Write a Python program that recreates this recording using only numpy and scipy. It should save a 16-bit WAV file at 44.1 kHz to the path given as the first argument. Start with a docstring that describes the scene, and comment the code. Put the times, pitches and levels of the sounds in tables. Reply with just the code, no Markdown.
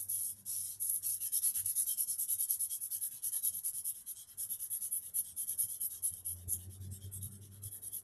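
"""Under a tarpaulin shelter outdoors, a hand-held whetstone is stroked back and forth along an axe edge,
soon about ten strokes a second. Each stroke is filtered noise and tiny clicks, for breaking grit, that swells
with the stone's speed. Coarse grains catch with a tick, and there are short low thumps and lumps of hum.
Outside, over quiet air, a distant engine hums with wavering sines and rumbling noise: it fades, comes nearer
late on, and sinks again at the very end."""
import sys
import numpy as np
from scipy import signal
from scipy.fft import rfft, irfft, next_fast_len
from scipy.io import wavfile
from scipy.ndimage import uniform_filter1d, map_coordinates

SR = 44100
rng = np.random.default_rng(int(sys.argv[2]) if len(sys.argv) > 2 else 0)


def int16_out(signal):
    """Quantize to a 16-bit WAV file."""
    q = np.round(np.clip(np.atleast_2d(signal).T, -1, 1) * 32767)
    wavfile.write(sys.argv[1], SR, q.astype(np.int16))


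N = 354123
TIME = np.arange(N) / SR

# Colours give only the shape of a spectrum; the overall level is set elsewhere.
# colour of still air: [f/Hz, level/dB per Hz]
AIR_COLOUR = [(20, -7.5), (50, -2), (95, 8), (150, -3.5), (200, -1.5), (300, -8.5), (420, -13), (600, -14),
              (1000, -13.5), (1700, -14.5), (2400, -23), (3200, -31), (7000, -24), (12000, -11.5)]
# colour of a soft low rush that comes and goes: [f/Hz, level/dB per Hz]
RUSH_COLOUR = [(150, -1), (300, -4), (420, -1.5), (550, -11), (750, -6), (1000, -22), (1600, -35)]
# loudness of that rush: [t/s, level/dB]
RUSH_LEVEL = [(0, -75.5), (1, -106), (6.7, -73), (7.4, -86), (7.8, -71), (8.03, -75)]
# distant engine: [t/s, firing rate f/Hz, level/dB]
ENGINE_PATH = [(0, 98.2, -65), (.9, 99, -67.5), (1.7, 95.2, -72), (2, 93, -81), (4, 93.5, -93),
               (5.2, 86.6, -74.5), (5.8, 85.9, -70), (6.24, 87.5, -62.5), (6.349, 87.6, -51.5),
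               (6.899, 95, -49.5), (7.66, 99.9, -51), (7.82, 98.7, -65.5), (8.03, 99.8, -67)]
# engine harmonics: [multiple of the firing rate, level/dB before flutter and thinning]
ENGINE_HARMONICS = [(2, -18), (3, -30.5), (4, -30), (6, -49)]
# colour of the engine's rumble: [f/Hz, level/dB per Hz]
RUMBLE_COLOUR = [(25, -15), (55, -1), (90, -3.5), (130, 8.5), (160, -6.5), (200, 7), (250, -13),
                 (420, -8.5), (480, -30), (550, -13.5), (800, -46), (2000, -74)]
# abrupt swells of the hum, before their edges are smoothed: [start t/s, end t/s, lift level/dB]
HUM_SURGES = [(1.57, 1.622, 15), (1.631, 1.684, 18), (6.473, 6.491, 12.5), (6.668, 6.71, 8),
              (6.8, 6.934, 9.5), (7.038, 7.098, 8.5), (7.162, 7.271, 8.5), (7.653, 7.684, 11.5)]
# short low thumps and lumps of hum: [t/s, peak level/dB of the main tone, f/Hz]
LOW_BUMPS = [(2.08, -66.5, 133), (2.34, -61.5, 99), (2.95, -66, 97.36), (3.121, -64, 127),
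             (3.73, -63.5, 96), (4.441, -66, 99.5), (4.801, -73, 136), (5.631, -55, 108.5),
             (5.82, -65, 191), (6.105, -53, 89), (6.53, -61, 200.3)]
# colour of grit on steel: [f/Hz, level/dB per Hz]
GRIT_COLOUR = [(300, -63), (1000, -42), (2300, -43.5), (2750, -36.5), (3100, -24.5), (4300, -26.5),
               (4850, -26.5), (5150, -16), (6500, -14), (7400, -12.5), (8700, -7.5), (9600, -0.5),
               (10600, 6.5), (11700, 7.5), (12200, -7)]
# ringing of the gripped axe head: [f/Hz, width f/Hz, lift level/dB]
BLADE_RINGS = [(1870, 80, 3), (2690, 60, 3), (2816, 80, 4), (3175, 150, 5.5), (3780, 110, 4), (4550, 60, 4),
               (5895, 120, 2), (6540, 150, 2.5), (8284, 80, 2), (11800, 130, 1.8)]
# coarse grains catching on the edge: [t/s, level/dB before the common level_db of catches()]
GRAIN_CATCHES = [(0.1565, -23), (0.823, -22), (0.8934, -21), (0.8974, -17), (0.9592, -22), (1.6591, -19),
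                 (2.4064, -20), (2.5072, -16), (2.615, -22), (2.9472, -23), (3.242, -25), (3.4491, -19),
                 (3.649, -22), (5.4924, -23), (6.1379, -28), (6.5316, -21), (7.229, -27), (7.637, -30)]
# strokes, each lasting until the next: [turn of the stone t/s, level/dB, dullness from its angle level/dB]
STROKES = [(-0.075, -37.5, -6), (0.079, -35, -0.5), (0.357, -58.5, -14), (0.446, -37.5, 6.5),
           (0.792, -34, -4.5), (1.02, -34, 4.5), (1.197, -36.5, 3), (1.313, -29.5, 6.5),
           (1.412, -30.5, 5.5), (1.534, -33.5, 5.5), (1.639, -32.5, 3.5), (1.747, -29.5, 4.5),
           (1.859, -33, 8), (1.964, -32.5, 5.5), (2.066, -34, 6), (2.174, -32.5, 2.5), (2.274, -31.5, 7),
           (2.376, -33.0, 4.5), (2.477, -33, 5), (2.586, -33.5, 1), (2.689, -37.5, 4.5),
           (2.798, -38.5, -0.5), (2.899, -36, 5.5), (3.001, -34.5, -2.5), (3.103, -46, -4),
           (3.216, -33.0, 4.5), (3.312, -34, 2.5), (3.417, -30.5, 5), (3.519, -40, 1), (3.628, -34, 2),
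           (3.726, -38.5, 2), (3.836, -34.5, 2.5), (3.937, -49, -5.5), (4.053, -41, 1.5),
           (4.149, -49.5, 5.5), (4.264, -54.5, -7), (4.367, -36, 2.5), (4.483, -38, -2), (4.585, -40, -1),
           (4.694, -35, -4.5), (4.802, -36.5, 2), (4.903, -33.5, -13.5), (5.015, -47, -8.5),
           (5.13, -31, -1.5), (5.236, -48.5, -2.5), (5.355, -34.5, -0.5), (5.463, -37, 0.5),
           (5.571, -30.5, 4.5), (5.676, -39.5, -1.5), (5.794, -33.0, -0.5), (5.895, -44, 1.5),
           (6.016, -31, 2), (6.118, -49, -5.5), (6.238, -36, -3.5), (6.358, -57.5, -8.5),
           (6.469, -33.5, -4.5), (6.583, -55, -7.5), (6.689, -54.5, -7.5), (6.796, -57.0, -4.5),
           (6.9, -49.5, 0), (6.999, -57, -1), (7.107, -43.5, -6.5), (7.206, -44.5, 0), (7.302, -55, -11),
           (7.403, -56.5, -4), (7.5, -58.5, -8), (7.613, -42.5, 2), (7.703, -45, -11), (7.812, -41.5, 0.5),
           (7.911, -40.5, 2)]
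# the edge sings during the stroke under way at this time: [t/s, f/Hz, height level/dB]
EDGE_SINGS = [(4.2, 8450, 8), (5.29, 8770, 9), (6.52, 6870, 12.5), (6.95, 8400, 15), (7.15, 8400, 13.5),
              (7.35, 8540, 12)]
# colour of the stone block's hollow rasp: [f/Hz, level/dB per Hz]
HOLLOW_COLOUR = [(400, -22), (900, -8), (1200, -11.5), (1700, 3.5), (2000, -2), (2400, -9), (3100, 6.5),
                 (4200, 1), (5000, -9.5)]
# loudness of the rasp, before hollow_db of strokes() is added: [t/s, level/dB]
RASP_LEVEL = [(0, -93), (.9, -95), (1.1, -77.5), (1.25, -69.5), (1.55, -63), (1.9, -82), (2.8, -95),
              (2.95, -75), (3.35, -68), (3.6, -83.5), (4.4, -74.5), (4.75, -73), (5.55, -76), (6.1, -80.5),
              (8, -78.5)]

AIR_DB = -67.5
LAST_TURN_S = 8.02  # end of the last stroke
# the hand is slow to change its pressure: part of one stroke's force carries into the next
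CARRY, CARRY_S = 0.79, 0.016
# on a long stroke the push eases off after a first hold
HOLD_S, SAG_DB_PER_S = 0.086, 29
# a firm stroke is bright and a light one dull
FIRM_DB, DULL_DB, DULL_PER_DB = -33.5, -3.5, 0.977
# as the work goes on, the scrape below its brightest part thins and the blade rings more
THINNING_DB_PER_S, RING_DB_PER_S, HALFWAY_S = 1, 1.2, 5.03
# speeding up and braking of one stroke; CREEP is the lowest speed, as a share of full speed
ATTACK_S, BRAKE_SHARE, BRAKE_MAX_S, CREEP, STICK_S, BITE_S = 0.041, 0.49, 0.07, 0.16, 0.0052, 0.0025


def gain_of(db):
    """Turns decibels into amplitude."""
    return 10 ** (np.asarray(db) / 20)


def evened(x):
    """Scales x to an average (rms) strength of 1."""
    return x / np.sqrt(np.mean(x ** 2) + 1e-20)


def read(points, hz):
    """Reads a colour table between its points, on a log-frequency axis."""
    f, value = np.transpose(points)
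    return np.interp(np.log(hz + 1), np.log(f + 1), value)


def level_at(points, t):
    """Reads a level table at time t, with straight lines between its points."""
    return np.interp(t, *np.transpose(points))


def coloured(x, colour):
    """Filters x by colour(hz) in dB and evens the result."""
    size = next_fast_len(len(x))
    hz = np.fft.rfftfreq(size, 1 / SR)
    spectrum = rfft(x, size) * gain_of(colour(hz))
    return evened(irfft(spectrum, size)[:len(x)])


def coloured_noise(points):
    """Makes steady noise with the colour of a table."""
    return coloured(rng.standard_normal(N), lambda hz: read(points, hz))


def wander(axis, step):
    """Drifts smoothly and at random, with a new value every step along the axis."""
    place = (axis - axis[0]) / step
    return map_coordinates(rng.standard_normal(4096), [place], order=2, mode="wrap")


def shifting(x, depth_db, patch_s, patch_hz):
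    """Lays patches of random lift and cut over x, drifting in time and pitch as under a moving contact."""
    hz, t, z = signal.stft(x, SR, nperseg=512, noverlap=384)
    place = np.meshgrid(hz / max(patch_hz, 60), t / max(patch_s, .008), indexing="ij")
    field = map_coordinates(rng.standard_normal((400, 1024)), place, order=2, mode="wrap")
    _, patched = signal.istft(z * gain_of(depth_db * field), SR, nperseg=512, noverlap=384)
    return evened(patched[:N])


def add(mix, s, sound):
    """Mixes a sound in at s seconds, cutting off what lies outside the scene."""
    start = round(s * SR)
    sound = sound[max(-start, 0):]
    part = mix[max(start, 0):][:len(sound)]
    part += sound[:len(part)]


def air():
    """Still outdoor air and a soft low rush that comes and goes: two layers of filtered noise."""
    still = shifting(coloured_noise(AIR_COLOUR), depth_db=4.0, patch_s=0.055, patch_hz=105.8)
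    rush = coloured_noise(RUSH_COLOUR)
    return gain_of(AIR_DB) * still + gain_of(level_at(RUSH_LEVEL, TIME)) * rush


def engine(waver=0.00844, flutter_db=2.5, overtone_flutter_db=4.0, near_db=-52, thinning=0.47,
           rumble_db=-13, surge_share=0.66):
    """A low hum at the wavering firing rate, with weak harmonics and a rumble that follows its level."""
    s, rate_hz, db = np.transpose(ENGINE_PATH)
    level_db = np.interp(TIME, s, db)
    wavering_hz = np.interp(TIME, s, rate_hz) * (1 + waver * wander(TIME, 0.032))
    turns = np.cumsum(wavering_hz) / SR

    steps_db = sum(lift * ((TIME > a) & (TIME < b)) for a, b, lift in HUM_SURGES)
    surge_db = uniform_filter1d(steps_db * 1., size=500)  # rounds the steps over 500 samples
    hum = gain_of(surge_db + flutter_db * wander(TIME, 0.045)) * np.sin(2 * np.pi * turns)

    overtones = np.zeros(N)
    for multiple, overtone_db in ENGINE_HARMONICS:
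        flutter = gain_of(overtone_db + overtone_flutter_db * wander(TIME, 0.076))
        overtones += flutter * np.sin(2 * np.pi * round(multiple) * turns)
    # the harmonics count for more in the faint hum, which sounds thinner; the loud one is boomier
    overtones *= gain_of(thinning * (near_db - level_db))

    rumble = shifting(coloured_noise(RUMBLE_COLOUR), depth_db=5.5, patch_s=0.074, patch_hz=99.6)
    rumble *= gain_of(rumble_db + surge_share * surge_db)
    return gain_of(level_db) * (hum + overtones + rumble)


def shelter(x, t60=.28, wet_db=-18):
    """Adds a short, faint tail from the tarpaulin walls: scattered echoes that fall 60 dB in t60 seconds."""
    t = TIME[:SR // 2]
    echoes = rng.choice([-1, 1], len(t)) * (rng.random(len(t)) < 2000 / SR)  # about 2000 a second
    tail = echoes * (t > .003) * gain_of(-60 * t / t60)
    return x + gain_of(wet_db) * signal.fftconvolve(x, tail / np.linalg.norm(tail))[:N]


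def low_bumps(rise_s=0.018, overtone=1.77, overtone_db=-10):
    """A low thump lasts a few cycles: two sines that swell and die away together."""
    out, t = np.zeros(N), TIME[:SR // 4]
    swell = (t / rise_s * np.exp(1 - t / rise_s)) ** 2
    for s, db, hz in LOW_BUMPS:
        main = np.sin(2 * np.pi * hz * t)
        upper = gain_of(overtone_db) * np.sin(2 * np.pi * overtone * hz * t)
        add(out, s, gain_of(db) * swell * (main + upper))
    return out


def steel_db(hz):
    """Gives the grit colour with the resonances of the axe head on top."""
    ringing = sum(db / (1 + (2 * (hz - f) / width) ** 2) for f, width, db in BLADE_RINGS)
    return read(GRIT_COLOUR, hz) + ringing


def catches(decay_s=.0045, rise_s=.0004, level_db=-7):
    """A coarse grain snags and crumbles in a few milliseconds: a short burst of steel-coloured noise."""
    out, t = np.zeros(N), np.arange(2048) / SR
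    burst = np.exp(-t / decay_s) * (1 - np.exp(-(t / rise_s) ** 2))
    for s, db in GRAIN_CATCHES:
        crumble = coloured(rng.standard_normal(len(t)), steel_db)
        add(out, s, gain_of(db + level_db) * crumble * burst)
    return out


def grit(per_s=3600, spread_db=-0.5, powder=1.0, grabs_per_s=70, grab_db=0.5, grab_s=0.018):
    """Clicks of breaking grains over the hiss of fine powder; the stone grabs suddenly and eases off."""
    size = gain_of(spread_db * np.minimum(rng.exponential(1, N), 4))
    clicks = size * rng.choice([-1, 1], N) * (rng.random(N) < per_s / SR)
    grab_starts = 1. * (rng.random(N) < grabs_per_s / SR)
    grabs = signal.lfilter([1], [1, -np.exp(-1 / (grab_s * SR))], grab_starts)
    grains = evened(clicks) + powder * rng.standard_normal(N)
    grains *= gain_of(grab_db * 2 * np.tanh(grabs / 2))  # tanh limits grabs that pile up
    # each clump of grit has its own pitch
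    clumped = shifting(grains, depth_db=1.5, patch_s=.011, patch_hz=1324)
    return shifting(clumped, depth_db=2.5, patch_s=.04, patch_hz=298.6)


def stone_speed(t, length):
    """One stroke, up to 1: the stone sticks briefly at the turn, bites, gathers speed, holds it and brakes."""
    brake_s = min(BRAKE_SHARE * length, BRAKE_MAX_S)
    bite = np.clip((t - STICK_S) / BITE_S, 0, 1)
    attack = np.sin(np.pi / 2 * np.clip(t / ATTACK_S, 0, 1)) * bite
    release = np.sin(np.pi / 2 * np.clip((length - t) / brake_s, 0, 1)) ** 2
    return CREEP + (1 - CREEP) * attack * release


def strokes(contact_width_hz=900, bright_hz=10500, dull_span_hz=7000, low_swell=1.0, split_hz=5000, hollow_db=3,
            ring_hz=3200, ring_width_hz=500, ring_db=2.5, hiss_hz=9300, top_swell=1.42):
    """Grit noise swells with the stone's speed; the hand's force and the stone's angle set level and colour."""
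    out, grains = np.zeros(N), grit()
    below = signal.butter(3, split_hz, fs=SR, output="sos")
    above = signal.butter(3, hiss_hz, "high", fs=SR, output="sos")
    # low down the steel has few modes, and they come and go as the contact travels
    coarse = shifting(grains, depth_db=6.5, patch_s=.08, patch_hz=149.8)
    grains = grains + signal.sosfiltfilt(below, coarse - grains)
    ends = [row[0] for row in STROKES[1:]] + [LAST_TURN_S]
    before_db = STROKES[0][1]
    for (s, db, angle_db), end in zip(STROKES, ends):
        start = round(s * SR)
        t = np.arange(round(end * SR) - start) / SR
        speed = stone_speed(t, end - s)
        carried_db = CARRY * (before_db - db) * np.exp(-t / CARRY_S)
        force_db = db + carried_db - SAG_DB_PER_S * np.maximum(t - HOLD_S, 0)
        late_s = s - HALFWAY_S
        dull_db = DULL_DB + angle_db - DULL_PER_DB * (db - FIRM_DB) - THINNING_DB_PER_S * late_s
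        drive = np.take(grains, start + np.arange(len(t)), mode="wrap")

        def colour(hz):
            """Tilts the steel colour by force and angle, and lifts the singing edge and the blade's low ring."""
            tilt = dull_db * np.clip((bright_hz - hz) / dull_span_hz, 0, 1)
            singing = sum(height * np.exp(-((hz - f) / contact_width_hz) ** 2)
                          for at, f, height in EDGE_SINGS if s <= at < end)
            ring_lift = ring_db + RING_DB_PER_S * late_s
            ring = ring_lift * np.exp(-((hz - ring_hz) / ring_width_hz) ** 2)
            return steel_db(hz) + tilt + singing + ring

        scrape = coloured(drive, colour)
        low = signal.sosfiltfilt(below, scrape)
        top = signal.sosfiltfilt(above, scrape)
        middle = scrape - low - top
        # the top hiss needs speed, so the turns sound duller than the middle of a stroke
        moving = top * speed ** top_swell + middle * speed + low * speed ** low_swell
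        rasp_db = hollow_db + level_at(RASP_LEVEL, (s + end) / 2)
        hollow = coloured(drive, lambda hz: read(HOLLOW_COLOUR, hz))
        rasp = gain_of(rasp_db) * hollow * speed ** low_swell
        add(out, s, gain_of(force_db) * moving + rasp)
        before_db = db
    return out


def scene():
    """Stone on steel close by, the engine far off."""
    sharpening = shelter(strokes() + catches())
    return (air() + engine() + low_bumps() + sharpening)[None]


def record(dry, edge_hz=12220):
    """The recorder's band limit: a steep filter removes what lies above edge_hz."""
    band = signal.firwin(401, edge_hz, window=("kaiser", 8), fs=SR)
    return signal.oaconvolve(dry, band[None], "same")


dry = scene()
out = record(dry)
int16_out(out)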